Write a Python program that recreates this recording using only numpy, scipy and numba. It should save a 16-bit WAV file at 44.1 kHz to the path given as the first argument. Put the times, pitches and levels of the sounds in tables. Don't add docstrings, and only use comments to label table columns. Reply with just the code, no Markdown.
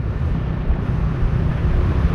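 import sys
import numpy as np
from scipy import signal
from scipy.fft import rfft, irfft
from scipy.io import wavfile
from scipy.ndimage import uniform_filter1d
from numba import njit

SR = 44100
rng = np.random.default_rng(int(sys.argv[2]) if len(sys.argv) > 2 else 0)


def undo_db(level):
    steps = np.asarray(level, float) / 20
    return 10 ** steps


def store_wav(level_fs):
    pcm = np.round(np.clip(np.atleast_2d(level_fs), -1, 1) * 32767)
    wavfile.write(sys.argv[1], SR, pcm.T.astype(np.int16))


N = 94682

# time_s, level_db
GUST_TRACK = [
    (0.0, -22.5),
    (0.14, -25),
    (0.36, -24.5),
    (1.05, -20.5),
    (1.12, -19.5),
    (1.82, -17.5),
    (1.9, -22),
    (2.14, -11),
]
# freq_hz, density_db_per_hz
WIND_COLOUR = [(8, -14.5), (26, -8.5), (90, -4), (180, -13), (230, -17), (360, -20.5), (700, -35.5),
               (1200, -47)]
# centre_s, length_s, level_db, pitch_hz
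BUFFETS = [(0.089, 0.1, -21.5, 102), (0.257, 0.16, -19.5, 79.2), (0.497, 0.21, -21, 62),
           (0.721, 0.21, -19.5, 30.5), (0.709, 0.07, -14.5, 59), (0.898, 0.075, -25.5, 71),
           (1.048, 0.11, -17, 57.86), (1.151, 0.038, -18.5, 148), (1.241, 0.11, -15, 36),
           (1.468, 0.052, -21, 60), (1.495, 0.026, -17, 39.76), (1.752, 0.2, -18.5, 31.36),
           (1.758, 0.071, -20.5, 122), (1.84, 0.042, -17, 61.8), (1.905, 0.059, -16.5, 86.3),
           (1.978, 0.0381, -12, 64), (2.054, 0.033, -9, 61.4), (2.118, 0.053, -19.5, 76.03),
           (.06, 0.063, -24.5, 62.6), (.165, 0.058, -17.5, 59.5), (.21, 0.057, -24, 143),
           (.324, 0.067, -18, 47.3), (.359, 0.071, -25.5, 170), (.357, 0.089, -32.5, 235),
           (.434, 0.06, -22.5, 63), (.469, 0.049, -27.5, 114), (.609, .08, -23.5, 48.5),
           (.893, 0.028, -26.5, 183), (.958, 0.11, -32, 47), (1.102, 0.067, -33, 111.2),
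           (1.222, 0.042, -19, 79), (1.272, 0.14, -22, 111.6), (1.297, 0.036, -23, 66),
           (1.352, 0.041, -24, 66.69), (1.362, 0.066, -21, 121), (1.412, 0.11, -23, 47),
           (1.452, 0.062, -31, 128), (1.502, 0.036, -20.5, 146.2), (1.576, .09, -26, 43),
           (1.646, 0.067, -30, 100.3), (1.681, 0.059, -23.5, 146), (1.796, 0.043, -21, 65.4),
           (1.821, 0.12, -30, 26.8), (1.901, 0.022, -18.5, 150), (1.903, 0.08, -30.5, 314),
           (2, .06, -23.5, 126.5), (2.045, 0.036, -25.5, 181), (1.207, .06, -26.5, 179.4),
           (.8, 0.091, -26, 60.6), (0.388, 0.089, -35, 270)]
# time_s, level_db
TRAFFIC_TRACK = [(0.03, -42), (0.09, -40), (0.49, -37.5), (0.54, -38.5), (0.76, -38.5), (0.82, -38.5),
                 (0.86, -36.5), (0.93, -37.5), (1.39, -35.5), (1.49, -37), (1.52, -33.5), (1.54, -35.5),
                 (1.56, -35.5), (2.14, -33)]
# freq_hz, density_db_per_hz
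TYRE_COLOUR = [(350, 3.5), (760, -4), (1250, -2), (1950, -10.5), (2700, -14.5), (3900, -23), (6250, -32.5),
               (6800, -47)]
# freq_hz, density_db_per_hz
AIR_COLOUR = [(6000, 3), (8000, -5.5), (11800, -4.5), (12050, -12), (15800, -12.5)]
# centre_hz, width_hz, level_db (re tyre roar)
TREAD_BANDS = [(1080, 48, -14), (1770, 49, -14), (2433, 170, -21.5), (570, 42, -12.5)]
# centre_s, level_db, pitch_hz
SPLASHES = [(0.13, -43, 690), (.278, -41, 600), (.467, -41, 615), (0.615, -46, 2400), (0.688, -38, 654),
            (0.711, -38.5, 767), (0.739, -43.5, 1700), (.763, -38, 710), (0.869, -43.5, 1555),
            (1.187, -44, 678), (1.291, -43, 1390), (1.355, -42.5, 1390), (1.522, -36.5, 1154),
            (1.571, -39.5, 684), (1.58, -40, 1970), (1.73, -48, 2260), (1.813, -38, 1228),
            (2.005, -34, 1262), (2.045, -48.5, 2534)]
# start_s, peak_db, pitch_hz
GRIT_TICKS = [(.172, -60, 5600), (.197, -60, 5800), (.2, -63, 9800), (.233, -63, 9800), (.27, -61, 5600),
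              (.293, -61, 9600), (.295, -59, 5200), (.323, -61, 5600), (.483, -65, 10400),
              (.539, -63, 8400), (.57, -64, 10400), (.6774, -60, 9000), (.685, -58, 9600),
              (.712, -58, 5400), (.756, -57, 6400), (.824, -62, 10600), (.855, -62, 10800),
              (.9174, -59, 11000), (.93, -61, 10400), (.956, -57, 5800), (.957, -62, 10400),
              (1.24, -57, 5600), (1.298, -59, 11100), (1.462, -57, 5400), (1.58, -58, 6200),
              (1.7325, -58, 8800), (1.742, -60, 10400), (1.7734, -54, 5900), (1.826, -56, 5000),
              (1.856, -60, 11100), (1.882, -55, 5000), (1.984, -55, 5400), (2.008, -57, 11100),
              (2.018, -59, 11200), (2.047, -57, 11000), (2.1, -59, 11000)]
# time_s, level_db
HELMET_TRACK = [(0.03, -78), (0.29, -70), (0.37, -75), (0.78, -80.5), (0.84, -70.5), (0.93, -70.5),
                (1.05, -72), (1.17, -72), (1.9, -68.5), (2.03, -68), (2.12, -69)]
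# place_cycles, level_db, scatter_db
VALVE_EVENTS = [
    (.1, .1, 1.5),
    (.42, .1, 1.5),
    (.75, -5, 1.5),
]
# freq_hz, level_db, t60_s, lean_db_per_db (gain per dB of helmet opening)
HEAD_MODES = [(8400, -3, .018, .1), (9770, -1, .011, .1), (10500, -.5, .02, -1.6), (11070, 1, .014, .9),
              (11450, -1, .014, .7), (5900, 2, .012, .1)]
# time_s, firing_hz, exhaust_db
ENGINE_TRACK = [(0, 31.12, -29.5), (.2, 31.52, -31), (.4, 31.6, -27.5), (.5, 31.63, -27.5),
                (.65, 31.69, -31), (.85, 31.79, -28.5), (1, 31.64, -30), (1.15, 31.63, -29),
                (1.3, 31.69, -29.5), (1.46, 31.66, -26), (1.6, 32.18, -29), (1.75, 32.4, -25.5),
                (1.9, 32.62, -25.5), (2, 32.93, -26), (2.14, 33.38, -29.5)]
# multiple_of_firing, level_db (re exhaust), wobble_db
EXHAUST_ORDERS = [(1, -13.5, 6), (2, -1, 2), (3, -6.5, 4), (4, -3.5, 2), (5, -1, 2.5), (6, -10, -0.5),
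                  (7, -17.5, 1), (8, -15, 4), (11, -15.5, 4), (12, -28.5, 7)]

WIND_DB, GUST_SHARE_TOP = -3.5, 0.24
AIR_DB, AIR_FLICKER_DB, AIR_TOP_SHARE = 2.5, 1.1, .3
SPRAY_FROM_HZ, SPRAY_SHARE = 3500, 0.54
SPLASH_S, SPLASH_WIDTH_RATIO = .035, .6
GRIT_DB, GRIT_DECAY_S, GRIT_WIDTH_RATIO = -5, .004, .16
VALVE_DB, CLATTER_DB, CLATTER_DECAY_S = -4.5, -3, .005
PUFF_DB, PUFF_AT_CYCLES, PUFF_DECAY_CYCLES, PUFF_HZ, PUFF_WIDTH_HZ = -18, .9, .45, 560, 500
DULL_HZ, TICK_TOP_HZ = 4500, 11900
STOP_S = .004


def set_rms(x, db):
    return x * undo_db(db) / np.sqrt(np.mean(x ** 2))


def curve(table, col):
    rows = np.array(table, float)
    return np.interp(np.arange(N) / SR, rows[:, 0], rows[:, col])


@njit
def bandpass(x, hz, width_hz):
    y, band, low = np.empty(len(x)), 0., 0.
    for i in range(len(x)):
        g, k = np.tan(np.pi * hz[i] / SR), width_hz / hz[i]
        v = (band + g * (x[i] - low)) / (1 + g * (g + k))
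        band, low, y[i] = 2 * v - band, low + 2 * g * v, k * v
    return y


def band_twice(x, hz, width_hz):
    centre = np.full(len(x), 1. * hz)
    return bandpass(bandpass(x, centre, 1. * width_hz), centre, 1. * width_hz)


def walk(rate_hz):
    k = int(SR / rate_hz)
    steps = np.repeat(rng.standard_normal(N // 200), k)[:N + k]
    return 0.97 * uniform_filter1d(uniform_filter1d(steps, k), k)[:N]


def bands(colour, gain_db, flicker_db, rate_hz):
    rows, f, out = np.array(colour, float), np.arange(N // 2 + 1) * SR / N + 1e-3, 0
    shape_db = np.interp(np.log(f), np.log(rows[:, 0]), rows[:, 1], left=-90, right=-90)
    noise = rfft(rng.standard_normal(N)) * undo_db(shape_db)
    noise /= np.sqrt(np.mean(irfft(noise, N) ** 2))
    for third in range(9, 43):
        part = np.clip(1 - np.abs(3 * np.log2(f) - third), 0, 1)
        gain = undo_db(gain_db(2 ** (third / 3)) + flicker_db * walk(rate_hz))
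        out = out + gain * irfft(noise * part, N)
    return out


def swell_at(centre_s, length_s):
    t = np.arange(N) / SR
    return np.cos(np.pi * np.clip((t - centre_s) / length_s, -.5, .5)) ** 2


def dull(x):
    return signal.sosfilt(signal.butter(4, DULL_HZ, fs=SR, output="sos"), x)


def wind():
    gust_db = curve(GUST_TRACK, col=1)
    mean_db = gust_db.mean()

    def gain_db(hz):
        share = np.interp(np.log(hz), np.log([60, 250]), [1, GUST_SHARE_TOP])
        return WIND_DB + mean_db + share * (gust_db - mean_db)

    return bands(WIND_COLOUR, gain_db, flicker_db=1.5, rate_hz=8)


def buffets():
    t, out, drift = np.arange(N) / SR, np.zeros(N), walk(9.9)
    for centre_s, length_s, db, hz in BUFFETS:
        throb = np.sqrt(2) * np.cos(2 * np.pi * (hz * (t - centre_s) + 0.044 * drift))
        out -= undo_db(db) * swell_at(centre_s, length_s) * throb
    return out


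def air(open_db):
    mean_db = open_db.mean()

    def gain_db(hz):
        share = 1 if hz < 12000 else AIR_TOP_SHARE
        return AIR_DB + mean_db + share * (open_db - mean_db)

    return bands(AIR_COLOUR, gain_db, AIR_FLICKER_DB, rate_hz=14)


def tyres(near_db, open_db):
    swell_db = .5 * walk(1.2)
    spray_db = SPRAY_SHARE * (open_db - open_db.mean() - near_db + near_db.mean())

    def gain_db(hz):
        high = np.clip(np.log2(hz / SPRAY_FROM_HZ), 0, 1)
        return near_db + swell_db + 0.13 + high * spray_db

    return bands(TYRE_COLOUR, gain_db, flicker_db=1.0, rate_hz=5.3)


def tread(near_db):
    out = np.zeros(N)
    for hz, width_hz, db in TREAD_BANDS:
        centre_hz = hz * (1 + 0.0042 * walk(6.6))
        out += set_rms(bandpass(rng.standard_normal(N), centre_hz, 1. * width_hz), db)
    return out * undo_db(near_db)


def splashes():
    out = np.zeros(N)
    for centre_s, db, hz in SPLASHES:
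        hiss = band_twice(rng.standard_normal(N), hz, SPLASH_WIDTH_RATIO * hz)
        out += swell_at(centre_s, SPLASH_S) * set_rms(hiss, db)
    return out


def grit():
    t, out = np.arange(N) / SR, np.zeros(N)
    for start_s, db, hz in GRIT_TICKS:
        a = int(start_s * SR)
        since_s = t[:min(1500, N - a)]
        n = len(since_s)
        ring = bandpass(rng.standard_normal(n), np.full(n, 1. * hz), GRIT_WIDTH_RATIO * hz)
        out[a:a + n] += set_rms(ring, db + GRIT_DB) * np.exp(-since_s / GRIT_DECAY_S)
    return out


def valves(cycle, open_db):
    taps, turns = np.zeros(N), int(cycle[-1]) + 2
    for place, db, scatter_db in VALVE_EVENTS:
        size = undo_db(db + scatter_db * rng.standard_normal(turns))
        since = cycle + 1 - place
        taps += size[since.astype(int)] * np.exp(-(since % 1) / (CLATTER_DECAY_S * 32))
    taps *= rng.standard_normal(N)
    ring = np.zeros(N)
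    for hz, db, t60_s, lean in HEAD_MODES:
        mode = bandpass(taps, hz * (1 + 0.0088 * walk(27)), 2.2 / t60_s)
        ring += undo_db(db + lean * (open_db - open_db.mean())) * set_rms(mode, 0)
    clatter = band_twice(taps, 9600, 4500)
    return (set_rms(ring, VALVE_DB) + set_rms(clatter, VALVE_DB + CLATTER_DB)) * undo_db(open_db)


def exhaust(cycle, load_db):
    hum = np.zeros(N)
    for k, db, wobble_db in EXHAUST_ORDERS:
        phase = k * cycle + rng.random() + 0.007 * k * walk(8)
        hum += undo_db(db + wobble_db * walk(8.62)) * np.sqrt(2) * np.sin(2 * np.pi * phase)
    puff = np.exp(-((cycle - PUFF_AT_CYCLES) % 1) / PUFF_DECAY_CYCLES) * undo_db(5.4 * walk(30))
    centre_hz = np.full(N, 1. * PUFF_HZ)
    gas = bandpass(rng.standard_normal(N), centre_hz, 1. * PUFF_WIDTH_HZ) * puff
    gas = bandpass(gas, centre_hz, 2. * PUFF_WIDTH_HZ)
    return (hum + set_rms(gas, PUFF_DB)) * undo_db(load_db)


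def scene():
    cycle = np.cumsum(curve(ENGINE_TRACK, col=1)) / SR
    open_db, near_db = curve(HELMET_TRACK, col=1), curve(TRAFFIC_TRACK, col=1)
    road = tyres(near_db, open_db) + dull(tread(near_db) + splashes())
    tick_lowpass = signal.ellip(8, .5, 50, TICK_TOP_HZ, fs=SR, output="sos")
    ticks = signal.sosfilt(tick_lowpass, grit() + valves(cycle, open_db))
    engine = dull(exhaust(cycle, curve(ENGINE_TRACK, col=2)))
    return (wind() + buffets() + air(open_db) + road + ticks + engine)[None]


def low_pass(x):
    return signal.sosfilt(signal.butter(12, 15730, fs=SR, output="sos"), x)


def record(dry):
    left_s = np.arange(N, 0, -1) / SR
    stop = np.clip(left_s / STOP_S, .1, 1)
    mix = np.tanh(.3 * dry) / .3 * stop
    return low_pass(mix)


dry = scene()
out = record(dry)
store_wav(out)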